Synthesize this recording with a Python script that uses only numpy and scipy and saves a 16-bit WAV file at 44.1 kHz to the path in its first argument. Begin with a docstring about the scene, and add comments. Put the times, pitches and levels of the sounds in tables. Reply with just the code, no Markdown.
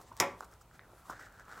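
"""A sheet of paper with metal clips swishes through the air and drops onto a cloth-covered table in a
small room. The impact excites the modes of a clip and the table top: one sharp crack and a thud.
Fingers then press the sheet, which buckles in dull pops and dry ticks, and thread drags through a
hole, rasping by stick-slip friction. Room rumble and hiss lie under it all, heard nearly in mono."""
import sys
import numpy as np
from scipy import signal
from scipy.fft import rfft, irfft
from scipy.io import wavfile

SR = 44100
rng = np.random.default_rng(int(sys.argv[2]) if len(sys.argv) > 2 else 0)


def put_to_file(sound):
    """Save the sound as 16-bit audio at rate SR, in the file named by the first command-line argument."""
    columns = np.atleast_2d(sound).T  # one column per channel
    safe = np.clip(columns, -1, 1)
    whole_steps = np.round(safe * 32767)
    wavfile.write(sys.argv[1], SR, whole_steps.astype(np.int16))


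N = 70560

CLIP_MODES = [(2085, 5.5, 0.0031), (3293, -9, 0.005), (5280, 2, 0.007), (6990, 1.5, 0.0057),
              (10560, -14.5, 0.009), (13160, -6.5, 0.0031), (14800, -10, .004)]
TABLE_MODES = [(119, -13, 0.13), (171.6, -6, 0.046), (251, -10.5, 0.1), (380, 1.5, 0.032),
               (559.5, -10.5, 0.18), (688, 1, 0.03), (868, -4.5, 0.069), (997, 6, 0.032), (1139, 0, 0.054),
               (1383, -0.5, 0.027), (1750, -36, .03), (2290, -12, 0.016)]
# The sheet slapping flat. Each row: frequency in Hz, relative spectral density in dB.
SLAP_SPECTRUM = [(300, -29), (1200, -25.5), (2200, -36.5), (3500, -16.5), (4400, -25), (5300, -11.5),
                 (7500, -18.5), (11900, -27.5), (13300, -23), (16000, -32)]
# Gains of the crack, the thud and the slap, in dB.
IMPACT_GAINS = (-12.5, -23.5, -24.5)

def impact(start_s=.2007, crack_rise_s=.0004, slap_t60_s=.061, low_cut_hz=90):
    crack_db, thud_db, slap_db = IMPACT_GAINS
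    out, t = np.zeros(N), np.arange(SR // 4) / SR
    slap = unit_rms(coloured(rng.standard_normal(len(t)), SLAP_SPECTRUM))
    slap *= gain_of(slap_db - 60 * t / slap_t60_s) * np.minimum(t / crack_rise_s, 1)
    crack = gain_of(crack_db) * ring(CLIP_MODES, crack_rise_s)
    add(out, start_s - .0014, gain_of(-24) * crack)  # the edge's light first touch
    add(out, start_s, crack)
    add(out, start_s, slap)
    add(out, start_s, gain_of(thud_db) * ring(TABLE_MODES, rise_s=.004))
    return signal.sosfilt(signal.butter(2, low_cut_hz, "high", fs=SR, output="sos"), out)


def ring(modes, rise_s):
    """Modal superposition: a struck body vibrates as a sum of exponentially damped sines."""
    t = np.arange(SR // 2) / SR
    partials = (gain_of(db - 60 * t / t60) * np.sin(2 * np.pi * hz * t) for hz, db, t60 in modes)
    return np.minimum(t / rise_s, 1) * sum(partials)


# Pops of the sheet. 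Each row: start in seconds, envelope peak in dB, pitch in Hz, number of cycles.
POPS = [(.1155, -41, 1006, 7.9), (.134, -60, 920, 6.5), (0.4072, -28, 1120, 2.44), (0.7122, -49, 1400, 3),
        (.743, -56.5, 1550, 2.5), (0.7934, -37.5, 1600, 2.5), (0.7946, -51, 3670, 5.2),
        (.9335, -47, 630, 2.3), (.048, -47.5, 447, 1.6), (.485, -48.5, 1020, 2), (.612, -54, 1285, 9.4),
        (1.054, -51, 1188, 6.8), (1.0976, -27, 990, 2.04), (1.097, -44.5, 280, 2.7),
        (1.099, -35.5, 1370, 8), (1.084, -47.5, 1120, 2.1), (1.109, -37.5, 1060, 5.4),
        (1.115, -52, 1200, 3.2), (1.195, -39, 1370, 4.3), (1.202, -51, 1480, 6.6), (1.269, -45.5, 1370, 6),
        (1.396, -44, 1390, 3.8)]

def pops():
    """Buckling: the sheet gives way and radiates a few cycles under a rounded swell."""
    out = np.zeros(N)
    for start, db, hz, cycles in POPS:
        progress = np.arange(0, cycles / hz, 1 / SR) * hz / cycles
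        swell = np.sin(np.pi * progress ** .7) ** 2
        add(out, start, -gain_of(db) * swell * np.sin(2 * np.pi * progress * cycles))
    return out


# Dry crackles of paper. Each row: start in seconds, level in dB, length in seconds.
TICKS = [(.013, -55, 0.0033), (.128, -57, 0.00077), (.1675, -46.5, 0.0019), (.1745, -49.5, 0.0019),
         (.4068, -45, 0.0017), (.444, -57, 0.0092), (.513, -63, 0.0054), (.523, -61, 0.0018),
         (.538, -56, 0.0014), (.610, -61.5, 0.016), (1.0975, -52, 0.017), (1.195, -62, 0.017),
         (1.226, -54.5, 0.0011), (1.26, -63, 0.0014), (1.323, -63.5, 0.0044), (1.365, -63.5, 0.0015),
         (1.397, -57.5, 0.0031), (1.453, -60, 0.00094), (1.494, -61, 0.0015)]
# Their timbre. Each row: frequency in Hz, relative spectral density in dB.
TICK_SPECTRUM = [(500, -15.5), (1280, -1.5), (2540, -24.5), (3300, -16), (4300, -20), (5200, -9),
                 (8000, -10), (9500, -18.5), (12000, -19.5), (16000, -18)]

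def ticks():
    """Crackling noise: paper emits brief broadband bursts of uneven grains that start and stop sharply."""
    t, envelope = np.arange(N) / SR, np.zeros(N)
    for start, db, length in TICKS:
        envelope += gain_of(db) * (t > start) * np.exp(-(np.maximum(t - start, 0) / length) ** 4)
    grit = rng.standard_normal(N) * gain_of(2.5 * rng.exponential(1, N))
    grit /= np.std(coloured(grit, TICK_SPECTRUM))
    return coloured(envelope * grit, TICK_SPECTRUM)


# The sheet turning in the air, then the rubbing on it. Each row: time in seconds, levels of body,
# hiss and finest hiss in dB, body pitch in Hz.
SWING = [(0, -60, -72, -72.5, 950), (0.024, -68, -66, -67.5, 950), (.055, -76, -71.5, -83, 950),
         (.075, -64, -66, -75, 950), (.105, -70.5, -69.5, -78, 950), (.12, -61.5, -85, -83, 1010),
         (.155, -68, -75, -84, 1010), (.19, -61, -60.5, -70, 1000)]
RUB = [(.36, -70.5, -76, -81, 1100), (0.391, -89, -67, -72.5, 1150), (0.426, -54, -70, -72.5, 1068),
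       (.46, -66.5, -77, -77, 1060), (0.503, -70, -77.5, -82, 1137), (.53, -60, -76, -74, 1335),
       (.575, -75, -77.5, -81, 1200), (.66, -74.5, -82, -88.5, 1070), (.71, -75, -79, -94, 1300),
       (0.751, -63.5, -70.5, -76, 1400), (.785, -74.5, -75.5, -77.5, 1416), (.815, -64, -87, -98, 1900),
       (0.859, -68, -83, -88, 1300), (.92, -70, -76.5, -77, 1213), (1.0, -65.5, -73, -72, 1200),
       (1.04, -69, -78, -79, 1170), (1.06, -66.5, -67, -71, 1100), (1.09, -61.5, -68, -68, 1150),
       (1.12, -50.5, -68.5, -80, 1200), (1.155, -57, -70, -87, 1500), (1.185, -60.5, -69.5, -88, 1430),
       (1.205, -52.5, -70, -90, 1500), (1.26, -58, -66, -77, 1550), (1.3, -63, -84, -90, 1400),
       (1.35, -64, -76, -82, 1350), (1.41, -59, -72, -85, 1450), (1.45, -66.5, -82, -92, 1250),
       (1.49, -57, -78, -86.5, 1300), (1.525, -52.5, -63.5, -84, 1400), (1.55, -54.5, -68.5, -75, 1350),
       (1.58, -52.5, -67.5, -73, 1250), (1.6, -52.5, -70, -83, 1260)]
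# Friction hiss and its finest part. Each row: frequency in Hz, relative spectral density in dB.
HISS_SPECTRUM = [(600, -28), (1800, 3.5), (2400, -12), (3600, -6), (5100, -6.5), (8000, -4), (9500, -17.5),
                 (16000, -32)]
FINE_SPECTRUM = [(6000, -38), (9500, -3.5), (13000, -9), (16000, -17)]

def friction(slips_per_s=3200, spread_db=3, body_width_hz=850):
    """Stick-slip friction: fibres catch and let go, each slip rings the sheet, and hiss goes with it."""
    t = np.arange(N) / SR
    times, body_db, hiss_db, fine_db, body_hz = np.transpose(SWING + RUB)
    slipping = rng.random(N) < slips_per_s / SR
    strength = gain_of(spread_db * np.minimum(rng.exponential(1, N), 4))
    slips = slipping * strength * rng.choice([-1., 1.], N)
    body = slips
    for _ in range(3):  # resonances in series steepen the band's flanks
        body = resonate(body, np.interp(t, times, body_hz), body_width_hz)
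    body = unit_rms(body) + gain_of(-3.5) * unit_rms(resonate(slips, hz=700, width_hz=690))
    fuzz = .5 * unit_rms(slips) + rng.standard_normal(N)
    hiss = unit_rms(coloured(fuzz, HISS_SPECTRUM))
    fine = unit_rms(coloured(fuzz, FINE_SPECTRUM))
    layers = [(body_db, body), (hiss_db, hiss), (fine_db, fine)]
    return sum(gain_of(np.interp(t, times, db)) * layer for db, layer in layers)


# The rustle's envelope, before and after the impact. Each row: time in seconds, level in dB.
RUSTLE_LEVELS = [
    [(0.0, -55), (0.014, -66), (0.03, -64), (0.05, -57), (0.082, -88), (0.12, -58), (0.174, -83),
     (0.184, -90), (0.19, -62)],
    [(0.42, -64.5), (0.612, -75), (0.944, -63.5), (1.066, -88.5), (1.096, -53.5), (1.152, -69),
     (1.468, -73.5), (1.576, -62.5), (1.6, -89)],
]

def rustle(hz=352, width_hz=670):
    """Amplitude-modulated band noise: sheet and cloth shift with a soft, low rustle."""
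    times, db = np.transpose(np.concatenate(RUSTLE_LEVELS))
    band = resonate(resonate(rng.standard_normal(N), hz, width_hz), hz, width_hz)
    return gain_of(np.interp(np.arange(N) / SR, times, db)) * unit_rms(band)


# Reflections from nearby surfaces. Each row: delay in seconds, relative level in dB.
ECHOES = [(.0065, -3.5), (.012, -19), (.017, -15.5), (.023, -1), (.037, -11)]
# Reverberation time. Each row: frequency in Hz, T60 in seconds.
ROOM_T60 = [(100, .6), (260, 0.35), (700, 0.35), (1840, 0.31), (4850, 0.27), (12800, 0.2)]
# Filters for the early echoes and for all reflected sound. Each row: frequency in Hz, gain in dB.
ECHO_RESPONSE = [(100, -7.5), (2000, -3), (6000, -11), (16000, -1)]
ROOM_RESPONSE = [(100, -8), (500, 1.5), (1200, 0), (2500, 0.5), (5000, -16.5), (13000, -15.5)]

def room(x):
    """Reverberation: a few early reflections and a dense tail whose bands decay at their own rates."""
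    taps, early = np.zeros(SR), np.zeros(SR // 4)
    slots = np.arange(200, SR - 20, 10)  # one reflection in every ten samples
    taps[slots + rng.integers(0, 10, len(slots))] = rng.choice([-1., 1.], len(slots))
    hz, t, bands = signal.stft(taps, SR, nperseg=256)
    decay = gain_of(-60 * t / curve_at(ROOM_T60, hz)[:, None])
    response = signal.istft(bands * decay, SR, nperseg=256)[1]
    response /= np.linalg.norm(response)
    for delay, db in ECHOES:
        add(early, delay, gain_of([db]))
    add(response, 0, coloured(early, ECHO_RESPONSE))
    return coloured(signal.fftconvolve(x, response)[:N], ROOM_RESPONSE)


# Rumble and hiss common to both channels, and the hiss that differs between them.
# Each row: frequency in Hz, relative spectral density in dB.
FLOOR_SPECTRUM = [(20, -28.5), (40, -6), (60, 2), (80, -11), (105, 0), (130, -11), (150, -8), (200, -15.5),
                  (400, -21), (950, -16), (1500, -33), (2300, -27.5), (5000, -38.5), (16000, -38)]
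SIDE_SPECTRUM = [(12, -23.5), (20, 2), (718, -12.5), (1000, -23), (1090, -18), (1290, -26), (3070, -14.5),
                 (14300, -11.5), (16000, -10.5)]

def background(spectrum, db):
    """Stationary noise: white noise weighted in frequency gives steady rumble and hiss."""
    weights = gain_of(curve_at(spectrum, np.fft.rfftfreq(N, 1 / SR)))
    return gain_of(db) * unit_rms(irfft(rfft(rng.standard_normal(N)) * weights, N))


def coloured(x, spectrum):
    """Minimum-phase filtering: the phase follows from the log gain by the Hilbert transform."""
    log_gain = curve_at(spectrum, abs(np.fft.fftfreq(4096, 1 / SR))) * np.log(10) / 20
    taps = np.fft.ifft(np.exp(np.conj(signal.hilbert(log_gain)))).real[:2048]
    return signal.oaconvolve(x, taps)[:len(x)]


def resonate(x, hz, width_hz):
    """Resonance: a damped oscillator driven by x, its centre frequency following hz."""
    carrier = np.exp(2j * np.pi * np.cumsum(hz * np.ones(len(x))) / SR)
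    pole = np.exp(-np.pi * width_hz / SR)
    return 2 * (carrier * signal.lfilter([1 - pole], [1, -pole], x / carrier)).real


def curve_at(points, hz):
    """Interpolation on a logarithmic frequency axis."""
    knots_hz, values = np.transpose(points)
    return np.interp(np.log(hz + 1), np.log(knots_hz + 1), values)


def gain_of(db):
    """Decibels as an amplitude ratio."""
    return 10 ** (np.asarray(db) / 20)


def unit_rms(x):
    """Normalisation to unit power."""
    return x / np.sqrt(np.mean(x ** 2) + 1e-20)


def add(mix, start_s, sound):
    """Superposition of a sound onto the mix, in place."""
    part = mix[round(start_s * SR):][:len(sound)]
    part += sound[:len(part)]


def scene():
    """Mid-side stereo: all sources lie in the middle, and only a trace of hiss differs left to right."""
    drop, handling = impact(), pops() + ticks()
    reflections = room(drop + gain_of(-13) * handling)
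    mid = drop + handling + reflections + friction() + rustle() + background(FLOOR_SPECTRUM, db=-62)
    side = background(SIDE_SPECTRUM, db=-75)
    return np.array([mid + side, mid - side])


def record(dry):
    """Band limiting: a linear-phase low-pass removes the treble above 15.9 kHz."""
    low_pass = signal.firwin(511, 15900, window=("kaiser", 9), fs=SR)
    return signal.oaconvolve(dry, low_pass[None], "same")


dry = scene()
out = record(dry)
put_to_file(out)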